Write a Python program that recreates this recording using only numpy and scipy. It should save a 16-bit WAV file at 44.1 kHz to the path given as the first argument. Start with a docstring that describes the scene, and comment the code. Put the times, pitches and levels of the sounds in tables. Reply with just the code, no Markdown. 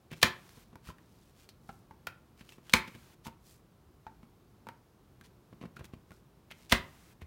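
"""Hand punch on a craft table

A hand punch is pressed three times through thick paper, close up: grainy noise crunches, then three contacts
of noise bursts and damped modes slam the tool onto the table, and a short diffuse tail makes a small room.
In between, the punch knocks in its plastic template (tick, ring and thud), hands bump the table, and paper
slides as band-shaped friction. Beneath lie low pushes of the table top, a hiss after each press and room tone."""
import sys
import numpy as np
from scipy import signal
from scipy.fft import rfft, irfft, next_fast_len
from scipy.io import wavfile

SR = 44100
rng = np.random.default_rng(int(sys.argv[2]) if len(sys.argv) > 2 else 0)


def master(y):
    """Save y as 16-bit WAV."""
    cut = np.clip(np.atleast_2d(y).T, -1, 1)
    pcm = np.round(cut * 32767)  # scale
    wavfile.write(sys.argv[1], SR, pcm.astype(np.int16))


N = 320166
AGE = np.arange(SR // 2) / SR  # time since a blow, s
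TOP_HZ = 15800  # top of the band
ROOM_TONE_DB = -61.5
RING_T60_S, RING_FALL = 0.033, 1.05  # the plastic's decay at 1 kHz; it shortens as pitch to this power

# modes of punch, template and table top, relative levels [f/Hz, level/dB, t60/s]
BODY_MODES = [(134, -14, .3), (367.8, 1, 0.23), (518, -8, 0.15), (697, -6, 0.17), (888, -0.5, 0.22),
              (1026, 2.5, 0.23), (1080, -4, 0.058), (1859, -4.5, .2), (1870, -4.5, 0.2), (2080, -0.5, 0.23),
              (2140, 1, .17), (2220, -5, .16), (2613, -5.5, .16), (2672, -7.5, .16), (2899, -6, .16),
              (3630, -4, 0.092), (3940, -4, 0.096)]
# spectrum of the hard crack [f/Hz, level/dB]
CRACK_SPECTRUM = [(100, -22), (500, -7), (1000, -5), (2300, -3), (4000, 0), (5300, -7), (7000, -12),
                  (9300, -14), (11000, -18), (15500, -18)]
# spectrum of the tool rattling on after the crack [f/Hz, level/dB]
RATTLE_SPECTRUM = [(50, -11), (200, -9), (450, -7), (750, -7.5), (1000, 2), (1400, -2), (2200, 0.5),
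                   (3200, -5), (5000, -10.5), (9000, -18.5), (15500, -26.5)]
# spectrum of the table thump under a press [f/Hz, level/dB]
THUMP_SPECTRUM = [(25, -17.5), (55, -5), (125, 1), (190, -2.5), (240, -1.5), (310, -11.5), (420, -9),
                  (700, -9), (1100, -22.5), (3000, -48.5), (12000, -67)]
# spectrum of a light tick [f/Hz, level/dB]
TICK_SPECTRUM = [(150, -10.5), (700, -3), (2000, 0), (4000, -10), (7000, -13), (15500, -12.5)]
# spectrum of a light thud in the table [f/Hz, level/dB]
THUD_SPECTRUM = [(25, -14.5), (70, -5), (170, 1), (300, -7.5), (600, -17.5), (1500, -31), (9000, -64)]
# spectrum of the still room [f/Hz, level/dB]
ROOM_TONE_SPECTRUM = [(12, -50), (23, -25), (45, 1), (80, -0.5), (135, 0.5), (290, -7.5), (360, -6.5),
                      (550, -15), (1100, -17.5), (1900, -27), (4000, -30), (8000, -35.5), (16000, -34.5)]
# spectrum of the hiss after a press [f/Hz, level/dB]
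HISS_SPECTRUM = [(200, -7), (1000, 7.5), (2500, 4.5), (5000, 1), (10000, -3), (15500, -4)]
# reverberation of the room [f/Hz, t60/s]
ROOM_DECAY = [(100, 0.5), (400, 0.36), (1000, 0.35), (2200, .31), (4500, 0.23), (9000, 0.17), (15000, 0.21)]
# low pushes of the table top [t/s, level/dB, f/Hz]
TABLE_PUSHES = [(0.122, -40, 157), (0.231, -34, 80), (0.873, -44, 65.8), (2.74, -33, 55.6),
                (3.262, -51.5, 70.5), (6.724, -29, 61), (7.22, -39.5, 78)]
# modes of the plastic parts [multiple of the main ring, level/dB, share of its decay time]
PLASTIC_MODES = [(0.621, -12, 0.61), (1.0, 1, 1.0), (1.17, -16, .8), (1.48, -11.5, 0.47), (2.25, -17, 0.59)]
# presses of the punch [t/s when it hits bottom, crack level/dB, table thump level/dB, crunch length/s,
# gap between contacts/s, ring f/Hz on breaking through, on hitting bottom, on settling]
PUNCH_PRESSES = [ (0.2300, -7.5, -24.5, .012, 0.0022, 2720, 2300, 1770),
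                 (2.7374, -8.5, -24.5, .003, .0017, 2295, 2270, 1070),
                 (6.7241, -10, -22.5, .026, 0.0034, 3510, 2040, 957), ]
# break through, hit bottom, settle: offsets from the press levels [crack/dB, ring/dB (from crack), thump/dB]
CONTACT_OFFSETS = [(-7.5, -9, -21.5), (1, -1, 2), (-13, -3, -7)]
# the punch taps its template [t/s, ring level/dB, ring f/Hz, tick level/dB, table thud level/dB]
TEMPLATE_TAPS = [ (0.4919, -52, 4390, -50, -77), (0.7561, -46, 960, -46, -45.5),
                 (0.889, -44, 1320, -53, -40.5), (0.902, -39.5, 1026, -47, -49),
                 (0.9835, -51, 1810, -55.5, -72), (1.49, -39.5, 4340, -49.5, -62),
                 (1.691, -38, 1357, -50, -47), (1.692, -37.5, 789, -69, -54.5),
                 (1.9097, -43.5, 895, -56.5, -49.5), (2.0698, -32, 2600, -30.5, -52.5),
                 (2.0716, -28.5, 1400, -33, -50), (2.4914, -41.5, 3080, -48.5, -62.5),
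                 (2.522, -43, 2670, -47.5, -66.5), (2.6957, -33.5, 3360, -40.5, -66),
                 (3.258, -43.5, 916, -51, -50.5), (3.2671, -38.5, 925, -39.5, -40),
                 (3.28, -38.5, 920, -50, -44), (4.0668, -35, 883, -63, -53.5),
                 (4.669, -37.5, 909, -49.5, -45.5), (4.6876, -35, 937, -39.5, -49.5),
                 (5.2112, -48, 1606, -47, -58.5), (5.7669, -40, 1420, -62.5, -49),
                 (5.8439, -48, 2165, -45, -48.5), (6.107, -51.5, 1097, -50, -48),
                 (6.118, -48.5, 1413, -50.5, -48), (6.7139, -33.5, 4600, -33, -48), ]
# hands bump the table through the paper [t/s, thud level/dB, scuff level/dB]
HAND_BUMPS = [ (0.1158, -41, -49), (0.1295, -39, -49), (0.573, -47, -72), (0.73, -47.5, -73.5),
              (0.872, -44, -61), (2.41, -48, -60.5), (2.583, -47, -68.5), (2.8785, -44, -51.5),
              (2.95, -44, -55.5), (4.231, -47.5, -69.5), (5.528, -45.5, -70), (5.6137, -40.5, -61.5),
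              (5.628, -40, -60.5), (5.638, -37, -69), (5.6544, -40, -62), (5.794, -44.5, -57.5),
              (5.809, -38, -66.5), (5.936, -40.5, -62.5), (6.5126, -49, -48.5), (7.218, -42.5, -55.5), ]
# paper and template slide [t/s at the middle, length/s, level/dB, centre f/Hz]
PAPER_SLIDES = [ (0.552, 0.16, -68, 3850), (0.881, 0.047, -57, 2013), (1.203, 0.27, -73, 3440),
                (1.412, 0.077, -65.5, 3020), (1.719, 0.12, -70.5, 6010), (2.398, 0.043, -66.5, 1994),
                (2.507, 0.079, -63.5, 2970), (2.68, .07, -66, 1800), (3.265, 0.025, -52.5, 2600),
                (3.504, 0.087, -62, 5160), (5.256, .027, -63.5, 1990), (5.768, 0.007, -56, 2400),
                (5.851, 0.017, -58, 2600), (6.142, 0.086, -73, 3970), ]


def amp(db):
    """Decibels to gain."""
    return 10 ** (np.asarray(db) / 20)


def unit(x):
    """Scale to rms 1."""
    return x / np.sqrt(np.mean(x ** 2))


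def fade(t60):
    """Exponential decay, 60 dB down after t60."""
    return np.exp(-np.log(1000) * AGE / t60)


def at(hz, points):
    """Read (f/Hz, value) points on a log-frequency axis."""
    f, value = np.transpose(points)
    return np.interp(np.log(np.maximum(hz, 1)), np.log(f), value)


def colour(x, points):
    """Causal, minimum-phase filter with the given spectrum and a power gain of 1."""
    size = 2 * next_fast_len(len(x))
    gain = unit(amp(at(np.fft.rfftfreq(size, 1 / SR), points)))
    # folding the cepstrum onto positive time gives minimum phase
    cepstrum = irfft(np.log(gain))
    cepstrum[1:size // 2] *= 2
    cepstrum[size // 2 + 1:] = 0
    response = np.exp(rfft(cepstrum))
    return irfft(rfft(x, size) * response)[:len(x)]


def burst(points, t60, direct=0):
    """A blow on many crowded modes: a first pulse with the direct share of the energy, then dying noise."""
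    envelope = fade(t60)
    noise = rng.standard_normal(len(AGE)) * envelope
    for _ in range(2):  # spread the energy evenly over the band, then rein in the late part
        spectrum = rfft(noise)
        noise = irfft(spectrum / np.abs(spectrum), len(AGE)) * np.minimum(1, 10 * envelope)
    pulse = np.sqrt(direct) * (AGE == 0)
    blow = pulse + np.sqrt(1 - direct) * noise / np.linalg.norm(noise)
    return colour(blow * np.linalg.norm(envelope), points)


def ring(hz, t60, rise_s=.0003):
    """One damped mode, pushed for a moment."""
    return np.sin(2 * np.pi * hz * AGE) * fade(t60) * (1 - np.exp(-AGE / rise_s))


def add(out, s, x):
    """Mix x into out from time s; what falls outside is dropped."""
    start = int(s * SR)
    x, start = x[max(-start, 0):], max(start, 0)
    out[start:start + len(x)] += x[:max(N - start, 0)]


def quiet():
    """Low rumble and thin hiss of the still room, swaying slightly."""
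    sway = np.interp(np.arange(N), np.linspace(0, N, num=30), rng.standard_normal(size=30))
    return amp(ROOM_TONE_DB + 0.38 * sway) * colour(rng.standard_normal(N), ROOM_TONE_SPECTRUM)


def room(x, build_s=0.0034, tail_db=-12.0):
    """A short diffuse tail builds within milliseconds and decays by band; one dull inverted echo joins it."""
    noise = np.exp(2j * np.pi * rng.random(len(AGE) // 2 + 1))
    hz = np.fft.rfftfreq(len(AGE), 1 / SR)
    centres, t60s = np.transpose(ROOM_DECAY)
    tail = np.zeros(len(AGE))
    for band, t60 in zip(np.eye(len(ROOM_DECAY)), t60s):
        share = at(hz, np.c_[centres, band])  # bands crossfade into each other
        tail += irfft(noise * share, len(AGE)) * fade(t60)
    tail *= 1 - np.exp(-(AGE / build_s) ** 2)
    response = amp(tail_db) * tail / np.linalg.norm(tail)
    # a cluttered surface scatters the treble, so its echo at 6.5 ms is dull
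    dull = np.hanning(9) / np.hanning(9).sum()
    add(response, .0065, -.17 * dull)
    return x + signal.fftconvolve(x, response)[:N]


def hiss(hold_s=0.418, release_s=0.014):
    """A faint even hiss hangs after each press hits bottom, then stops."""
    t = np.arange(N) / SR
    gates = [(t > s) * np.clip((s + hold_s - t) / release_s, 0, 1) for s, *_ in PUNCH_PRESSES]
    held = np.max(gates, axis=0)
    return amp(-65) * held * colour(rng.standard_normal(N), HISS_SPECTRUM)


def bounces():
    """Pushes sound the table top's low, heavily damped motion, one decaying sine each."""
    out = np.zeros(N)
    for s, db, hz in TABLE_PUSHES:
        add(out, s, amp(db) * ring(hz, t60=0.2, rise_s=0.0024))
    return out


def friction(hz, octaves, grain_db=4.5, grit_per_s=83.0, grit_db=19.0):
    """Dense tiny slips of uneven size in a broad band, with a few fibres that catch and tick; rms 1."""
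    sizes = amp(grain_db * np.clip(rng.standard_normal(len(AGE)), -2, 2))
    # each grain size holds for 48 samples, about 1 ms
    slips = rng.standard_normal(len(AGE)) * np.repeat(sizes, 48)[:len(AGE)]
    ticks = amp(grit_db) * rng.standard_normal(len(AGE))
    grit = ticks * (rng.random(len(AGE)) < grit_per_s / SR)
    offset = np.log2((np.fft.rfftfreq(len(AGE), 1 / SR) + 1) / hz) / octaves
    return unit(irfft(rfft(slips + grit) / (1 + (2 * offset) ** 2), len(AGE)))


def stroke(s, length, hz, octaves):
    """Friction that swells and fades around time s."""
    out, t = np.zeros(N), AGE - AGE[-1] / 2
    add(out, s + t[0], friction(hz, octaves) * np.exp(-2 * (t / length) ** 2))
    return out


def slides():
    """Paper and template are shifted in short strokes of friction."""
    return sum(amp(db) * stroke(s, length, hz, octaves=3.4) for s, length, db, hz in PAPER_SLIDES)


def knock(ring_db, hz, tick_db, thud_db, chatter_db=-13.5, soft_db=1.5):
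    """A light contact ticks, rings the plastic at the given pitch, and thuds in the table."""
    t60 = RING_T60_S * (1000 / hz) ** RING_FALL
    plastic = np.zeros(len(AGE))
    for ratio, db, share in PLASTIC_MODES:
        # modes further from the main ring stray more in pitch
        detune = 1 + .12 * rng.standard_normal() * np.log(ratio)
        plastic += amp(db) * ring(min(hz * ratio * detune, TOP_HZ), t60 * share, rise_s=0.00035)
    # the parts chatter as they settle, blurring the ring
    chatter = burst([(hz / 4, -16), (hz, 0), (hz * 4, -18), (hz * 12, -40)], t60=0.058)
    # low-ringing contacts are soft: above 1.3 times the ring their tick loses soft_db an octave
    soft_tick = [(f, db - soft_db * max(np.log2(f / (1.3 * hz)), 0)) for f, db in TICK_SPECTRUM]
    tick = burst(soft_tick, t60=0.01)
    thud = burst(THUD_SPECTRUM, t60=0.06, direct=0.4)
    rung = plastic + amp(chatter_db) * chatter
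    return amp(ring_db) * rung + amp(tick_db) * tick + amp(thud_db) * thud


def bumps(ring_db=-11.5, ring_hz=1050, tick_db=7.5, scuff_lag_s=0.0035, scuff_s=.013):
    """A hand thuds on the table, which shakes the template; a nail ticks and skin scuffs the paper."""
    out = np.zeros(N)
    for s, thud_db, scuff_db in HAND_BUMPS:
        # ring_db is relative to the thud, tick_db to the scuff
        add(out, s, knock(thud_db + ring_db, ring_hz, scuff_db + tick_db, thud_db))
        out += amp(scuff_db) * stroke(s + scuff_lag_s, scuff_s, hz=2250, octaves=1.2)
    return out


def taps():
    """The punch is lifted out of the template and seated again, in light ringing contacts."""
    out = np.zeros(N)
    for s, ring_db, hz, tick_db, thud_db in TEMPLATE_TAPS:
        add(out, s, knock(ring_db, hz, tick_db, thud_db))
    return out


def crunches(crunch_db=-58.0, strain_db=-81.0, strain_times=4.0, growth=0.23):
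    """Paper creaks, then its fibres tear; a slower push spreads the same energy over more time."""
    out = np.zeros(N)
    for s, _, _, length, gap, *_ in PUNCH_PRESSES:
        breaks, strain_s = s - gap, strain_times * length
        creak = stroke(breaks - strain_s, strain_s, hz=2600, octaves=3.3)
        out += amp(strain_db) / np.sqrt(length) * creak
        # tearing grows until the blade breaks through
        tearing = friction(hz=3150, octaves=1.9) * (AGE / length) ** growth * (AGE < length)
        add(out, breaks - length, amp(crunch_db) / np.sqrt(length) * tearing)
    return out


def contact(crack_db, ring_db, hz, thump_db, rattle_db=-17.5, body_db=-30.5):
    """One hard contact of the punch: a crack, a short ring, a thump, then tool and table ring on."""
    body = np.zeros(len(AGE))
    for f, db, t60 in BODY_MODES:
        # each contact strikes the modes at slightly different random levels and with random signs
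        level_chance, sign_chance = rng.standard_normal(2)
        body += amp(db + .8 * level_chance) * np.sign(sign_chance) * ring(f, t60)
    crack = burst(CRACK_SPECTRUM, t60=0.0097, direct=0.1)
    rattle = burst(RATTLE_SPECTRUM, t60=0.15)
    thump = burst(THUMP_SPECTRUM, t60=0.067, direct=0.27)
    hard = crack + amp(rattle_db) * rattle + amp(body_db) * body
    return amp(crack_db) * hard + amp(ring_db) * ring(hz, t60=0.018) + amp(thump_db) * thump


def snaps():
    """The blade breaks through, hits bottom and settles: three contacts a few milliseconds apart."""
    out = np.zeros(N)
    for s, db, thump_db, _, gap, *pitches in PUNCH_PRESSES:
        times = (s - gap, s, s + gap)
        for when, hz, (crack, rung, thump) in zip(times, pitches, CONTACT_OFFSETS):
            add(out, when, contact(db + crack, db + rung, hz, thump_db + thump))
    return out


def scene():
    """Punching and handling in the room, over the table pushes, hiss and room tone, which stay dry."""
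    table = snaps() + crunches() + taps() + bumps() + slides()
    return (room(table) + bounces() + hiss() + quiet())[None]


def record(dry):
    """The microphone rounds the highest peaks a little, sheds the deepest bass and cuts the top."""
    rounded = 1.3 * np.tanh(dry / 1.3)
    thin = signal.sosfilt(signal.butter(2, 30, "highpass", fs=SR, output="sos"), rounded)
    return signal.sosfilt(signal.ellip(8, .2, 70, TOP_HZ, fs=SR, output="sos"), thin)


dry = scene()
out = record(dry)
master(out)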